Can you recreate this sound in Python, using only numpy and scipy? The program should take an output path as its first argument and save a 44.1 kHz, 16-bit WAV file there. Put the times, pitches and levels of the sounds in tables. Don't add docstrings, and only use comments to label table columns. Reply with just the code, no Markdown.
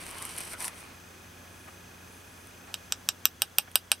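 import sys
import numpy as np
from scipy import signal
from scipy.fft import rfft, irfft, next_fast_len
from scipy.io import wavfile
from scipy.ndimage import uniform_filter1d, map_coordinates

SR = 44100
rng = np.random.default_rng(int(sys.argv[2]) if len(sys.argv) > 2 else 0)


def store_pcm(level_fs):
    pcm = np.round(np.clip(level_fs, -1, 1) * 32767).astype(np.int16)
    wavfile.write(sys.argv[1], SR, np.atleast_2d(pcm).T)


N = 176400
T = np.arange(N) / SR

# frequency in Hz, relative level in dB.
AIR_SPECTRUM = [(20, -24), (45, -6), (75, -2.5), (130, -5.5), (320, -6.5), (950, -9), (1500, -8),
                (2100, -12.5), (3200, -15), (4000, -19), (5300, -18), (9000, -21), (15500, -25)]
# frequency in Hz, left-right likeness 0-1.
NOISE_LIKENESS = [(60, 1.0), (150, 0.87), (380, 0.54), (950, 0.15), (2380, 0.46), (5980, 0.8), (15000, 1)]
# frequency in Hz, level in dB.
HUM_PARTIALS = [(59.6, -78), (89, -59), (119.9, -72), (178.3, -64.5), (239.7, -67), (266.8, -68.5),
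                (359, -71.5), (1673, -68)]
# frequency in Hz, early level in dB, late level in dB.
FLUTTER_TONES = [(2490, -58, -87), (3370, -66.5, -59)]
# delay in seconds, gain in dB, low-pass corner in Hz.
REFLECTIONS = [(.0023, -15, 9000), (.0053, -18, 9000), (.0085, -16, 2000), (.0098, -16, 2000),
               (.0173, -23, 3000)]
# frequency in Hz, T60 in seconds.
TAIL_T60 = [(300, 0.052), (1500, 0.06), (4000, 0.1), (8000, 0.063), (15000, 0.14)]
# frequency in Hz, gain in dB.
TAIL_SPECTRUM = [(300, -4.5), (1500, -2.5), (3500, -12.5), (6000, -7), (9000, -6.5), (14000, -22.5)]
# frequency in Hz, left-right likeness 0-1.
TAIL_LIKENESS = [(300, 1), (1200, 0.89), (3000, 0.5), (8000, 0.86)]
# centre in seconds, sigma in seconds, level in dB.
POUR_SWELLS = [(1.62, 0.11, -63.5), (2.14, .05, -63), (2.38, 0.11, -65)]
# centre in seconds, sigma in seconds, level in dB.
FINGER_SWELLS = [(1.685, 0.0079, -46.5), (2.69, 0.013, -50.5), (3.682, 0.0071, -47)]
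# centre in seconds, sigma in seconds, resonance in Hz, level in dB.
TUB_RUBS = [(0.21, 0.071, 1064, -49), (0.3, 0.19, 3030, -55), (0.546, 0.019, 1420, -49),
            (0.645, 0.038, 950, -47)]
# time in seconds, relative level in dB.
HISS_ENVELOPE = [(0.0, -50), (0.07, -48), (0.16, -49.5), (0.205, -46.5), (0.27, -45), (0.345, -46.5),
                 (0.385, -44), (0.465, -47), (0.538, -42), (0.555, -61), (0.594, -45), (0.606, -40.5),
                 (0.652, -36), (0.684, -42), (0.708, -64), (0.8, -49.5), (0.852, -62.5)]
TUB_ENVELOPE = [(0.0, -48.5), (0.218, -50), (0.355, -50), (0.383, -46.5), (0.402, -47.5), (0.518, -51),
                (0.538, -40.5), (0.57, -63), (0.612, -44), (0.686, -49.5), (0.704, -54.5)]
# time in seconds, relative level in dB.
SPOON_TICKS = [(.066, -13), (.112, -15), (.184, -14), (.22, -13), (.225, -8), (.2525, -6), (.365, -14),
               (.379, -11), (.382, -4.5), (.3855, -10), (.4055, -9), (.534, -15), (.605, -9), (.616, -10),
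               (.625, -9), (.6445, -3), (.6805, -4), (2.472, -22), (3.716, -19)]
# frequency in Hz, relative level in dB.
HISS_SPECTRUM = [(3000, -13.5), (4600, -6.5), (6000, -3), (6700, -13), (8000, -1), (9300, 3.5), (11500, -7),
                 (14000, -13), (16000, -23)]
TUB_SPECTRUM = [(100, -2), (650, 1), (1080, 2), (1650, -0.5), (2300, 3.5), (2750, -2), (3500, -6.5),
                (4500, -5.5), (8000, -53)]
TICK_SPECTRUM = [(300, -35), (1200, -8), (2500, -2), (5500, -12), (6700, -10), (9000, 4.5), (12000, -6),
                 (16000, -28)]
# start in seconds, relative strength in dB, contact place 0-1 along the spoon,
# treble shelf in dB, high ring offset in dB.
CARD_TAPS = [(2.7416, -9.5, .5, -13, -6), (2.9227, -2.8, .12, -6, -9), (3.0886, 1.2, 0, -6, -5),
             (3.2545, 3.5, .12, 8, 6.5), (3.4197, 2.7, .84, -2, 3), (3.5844, 3.8, .8, 0, 5.5),
             (3.7562, 4.4, .95, 5.5, 5.5), (3.917, 5.4, .87, -2, -5.5)]
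# frequency in Hz, width in Hz, gain in dB at place 0, at place 1.
SPOON_CARD_MODES = [(625, 190, -5, 2), (820, 69, -5, 8), (969, 47, -3, 5), (1296, 298, 6, 5),
                    (1548, 62, 5, 13), (1764, 109, 4, 5), (2503, 186, 8, 12), (2815, 270, 14, 17),
                    (3230, 221, 13, 15), (3823, 255, 15, 14), (4876, 562, 8, 11), (5632, 577, 16, 7),
                    (7528, 809, 13, 0), (8176, 170, 7, 20), (9350, 650, -6, 13), (11022, 307, -10, 10),
                    (12680, 711, 4, 4)]
# frequency in Hz, width in Hz.
SPOON_CARD_DIPS = [(2040, 160), (4359, 120), (6585, 630), (13385, 440)]


def amp(db):
    return 10 ** (np.asarray(db) / 20)


def unit_rms(x):
    return x / np.sqrt(np.mean(x ** 2) + 1e-20)


def log_interp(points, hz):
    f, values = np.transpose(points)
    return np.interp(np.log(hz + 1), np.log(f + 1), values)


def wobble(knots_per_s):
    return map_coordinates(rng.standard_normal(int(N * knots_per_s / SR) + 4), [T * knots_per_s])


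def swells(rows):
    return sum(amp(db) * np.exp(-.5 * ((T - centre_s) / sigma_s) ** 2) for centre_s, sigma_s, db in rows)


def filtered(x, response):
    n = x.shape[-1]
    size = next_fast_len(n + SR // 10)
    return irfft(rfft(x, size) * response(np.fft.rfftfreq(size, 1 / SR)), size)[..., :n]


def resonance(f, hz, width_hz):
    return 1j * f * width_hz / (hz * hz - f * f + 1j * f * width_hz)


def minimum_phase(gain):
    cepstrum = irfft(np.log(gain + 1e-4))
    return np.exp(rfft(cepstrum * (1 + np.sign(np.fft.fftfreq(len(cepstrum))))))


def spread(pair, likeness):
    angle = lambda hz: np.arccos(np.clip(log_interp(likeness, hz), -1, 1)) / 2
    mid, side = filtered(pair, lambda hz: np.array([np.cos(angle(hz)), np.sin(angle(hz))]))
    return np.array([mid + side, mid - side])


def stereo_noise(spectrum, grain_share=0, grains_per_s=1100):
    grains = unit_rms(rng.standard_normal((2, N)) * (rng.random(N) < grains_per_s / SR))
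    pair = np.sqrt(1 - grain_share) * rng.standard_normal((2, N)) + np.sqrt(grain_share) * grains
    coloured = filtered(pair, lambda hz: amp(log_interp(spectrum, hz)))
    return unit_rms(spread(coloured, NOISE_LIKENESS))


def band_noise(hz, width_hz):
    return unit_rms(filtered(rng.standard_normal(N), lambda f: resonance(f, hz, width_hz) ** 2))


def burst(t60_s):
    t = T[:SR // 4]
    x = rng.standard_normal(len(t)) * amp(-60 * t / t60_s)
    return x / np.linalg.norm(x)


def add(out, start_s, x):
    part = out[:, round(start_s * SR):][:, :x.shape[-1]]
    part += x[..., :part.shape[1]]


def in_room(x, onset_s=.00033):
    n = len(x)
    hz, t, bins = signal.stft(rng.standard_normal((2, n)), SR, nperseg=128)
    decay = amp(-60 * t / log_interp(TAIL_T60, hz)[:, None])
    tail = signal.istft(bins * decay, SR, nperseg=128)[1][:, :n]
    tail = spread(tail * (1 - np.exp(-(T[:n] / onset_s) ** 2)), TAIL_LIKENESS)
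    tail = filtered(tail / np.linalg.norm(tail[0]), lambda f: amp(log_interp(TAIL_SPECTRUM, f)))
    near = filtered(x, lambda f: 1 + sum(
        amp(db) * np.exp(-2j * np.pi * f * delay_s) / (1 + 1j * f / corner_hz)
        for delay_s, db, corner_hz in REFLECTIONS))
    return near + signal.fftconvolve(x[None], tail, axes=1)[:, :n]


def tone(hz, db, jitter_rad, knots_per_s):
    return amp(db) * np.sqrt(2) * np.sin(2 * np.pi * hz * T + jitter_rad * wobble(knots_per_s))


def room_air(level_db=-51):
    return amp(level_db) * stereo_noise(AIR_SPECTRUM)


def drive_hum():
    return sum(tone(hz, db + wobble(2.7), jitter_rad=.4, knots_per_s=3.9) for hz, db in HUM_PARTIALS)


def drive_whine(hz=6186, tone_db=-67.5, fuzz_db=-69.5):
    whine = tone(hz, tone_db + .2 * wobble(11.5), jitter_rad=.077, knots_per_s=27)
    return whine + amp(fuzz_db) * band_noise(hz, width_hz=260)


def drive_flutter(rate_hz=29.97, first_s=.0096, sigma_s=.0041, shift_s=3.1, crossfade_s=.5):
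    from_pulse_s = (((T - first_s) * rate_hz + .5) % 1 - .5) / rate_hz
    late = np.clip((T - shift_s) / crossfade_s + .5, 0, 1)
    tones = sum(tone(hz, early_db + late * (late_db - early_db), jitter_rad=.5, knots_per_s=150)
                for hz, early_db, late_db in FLUTTER_TONES)
    return tones * np.exp(-.5 * (from_pulse_s / sigma_s) ** 2)


def powder_pour():
    spectrum_hz_db = [(5000, -27), (8000, 1), (11000, 6), (13000, -20), (16000, -16)]
    return swells(POUR_SWELLS) * stereo_noise(spectrum_hz_db, grain_share=.3)


def finger_shifts():
    spectrum_hz_db = [(200, -14), (800, 2), (1300, 3), (2200, -2), (6000, -25), (12000, -40)]
    return swells(FINGER_SWELLS) * stereo_noise(spectrum_hz_db)


def tub_rubs():
    return sum(swells([(centre_s, sigma_s, db)]) * band_noise(hz, width_hz=380)
               for centre_s, sigma_s, hz, db in TUB_RUBS)


def scoop(tub_gain_db=2, fade_span_s=(.85, 1.05)):
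    hiss_db = np.interp(T, *np.transpose(HISS_ENVELOPE)) + 1.6 * wobble(127.9)
    hiss = amp(hiss_db) * stereo_noise(HISS_SPECTRUM, grain_share=.45)
    tub_db = np.interp(T, *np.transpose(TUB_ENVELOPE)) + tub_gain_db + 1.1 * wobble(90)
    tub = amp(tub_db) * stereo_noise(TUB_SPECTRUM, grain_share=.57)
    return (hiss + tub) * np.interp(T, fade_span_s, [1, 0])


def spoon_ticks(gain_db=-5, lead_s=.0005):
    out = np.zeros((2, N))
    for time_s, db in SPOON_TICKS:
        click = np.roll(burst(t60_s=.005), int(lead_s * SR))
        tick = filtered(click, lambda hz: amp(log_interp(TICK_SPECTRUM, hz)))
        add(out, time_s - lead_s, amp(db + gain_db) * in_room(tick / np.linalg.norm(tick)))
    return out


def spoon_card_response(f, place, treble_db, ring_db):
    shelf_hz, top_hz, ring_base_db = 11300, 14700, 20.5
    dip_depth, delay_at_1khz_s = .72, .0009
    power = 0
    for hz, width_hz, db_at_0, db_at_1 in SPOON_CARD_MODES:
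        mode = amp(db_at_0 + place * (db_at_1 - db_at_0)) * resonance(f, hz, width_hz)
        power += np.abs(mode) ** 2 / (1 + ((f - hz) / (2 * width_hz)) ** 2)
    modes = np.sqrt(power) * amp(treble_db * f ** 16 / (f ** 16 + shelf_hz ** 16))
    ring = amp(ring_base_db + ring_db) * np.abs(resonance(f, hz=14015, width_hz=175))
    dips = np.prod([1 - dip_depth * resonance(f, hz, width_hz) for hz, width_hz in SPOON_CARD_DIPS], 0)
    bending = np.exp(-4j * np.pi * delay_at_1khz_s * np.sqrt(1000 * f))
    return minimum_phase(np.hypot(modes, ring)) * dips * bending / (1 + (f / top_hz) ** 40)


def card_taps(gain_db=.1, chatter_db=-13.5):
    out = np.zeros((2, N))
    for start_s, db, place, treble_db, ring_db in CARD_TAPS:
        force = amp(chatter_db) * burst(t60_s=.011)
        force[0] -= 1
        tap = filtered(force, lambda f: spoon_card_response(f, place, treble_db, ring_db))
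        add(out, start_s, amp(gain_db + db) * in_room(tap))
    return out


def scene(pan_db=.35):
    taps = card_taps() * amp([[-pan_db], [pan_db]])
    handling = scoop() + spoon_ticks() + tub_rubs() + powder_pour() + finger_shifts()
    background = drive_hum() + drive_whine() + drive_flutter() + room_air()
    return background + handling + taps


def record(dry):
    threshold_db, duck_share, attack_s, release_db_per_s = -17.5, .27, .0012, 2
    ceiling, top_hz = .95, 15900
    power = uniform_filter1d(np.mean(dry ** 2, axis=0), size=44)
    excess_db = np.maximum(10 * np.log10(np.abs(power) + 1e-12) - threshold_db, 0)
    release_db = release_db_per_s * T
    duck_db = np.maximum.accumulate(duck_share * excess_db + release_db) - release_db
    pole = np.exp(-1 / (attack_s * SR))
    ducked = dry * amp(-signal.lfilter([1 - pole], [1, -pole], duck_db))
    clipped = ducked / (1 + np.abs(ducked / ceiling) ** 6) ** (1 / 6)
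    return filtered(clipped, lambda hz: 1 / (1 + (hz / top_hz) ** 120))


dry = scene()
out = record(dry)
store_pcm(out)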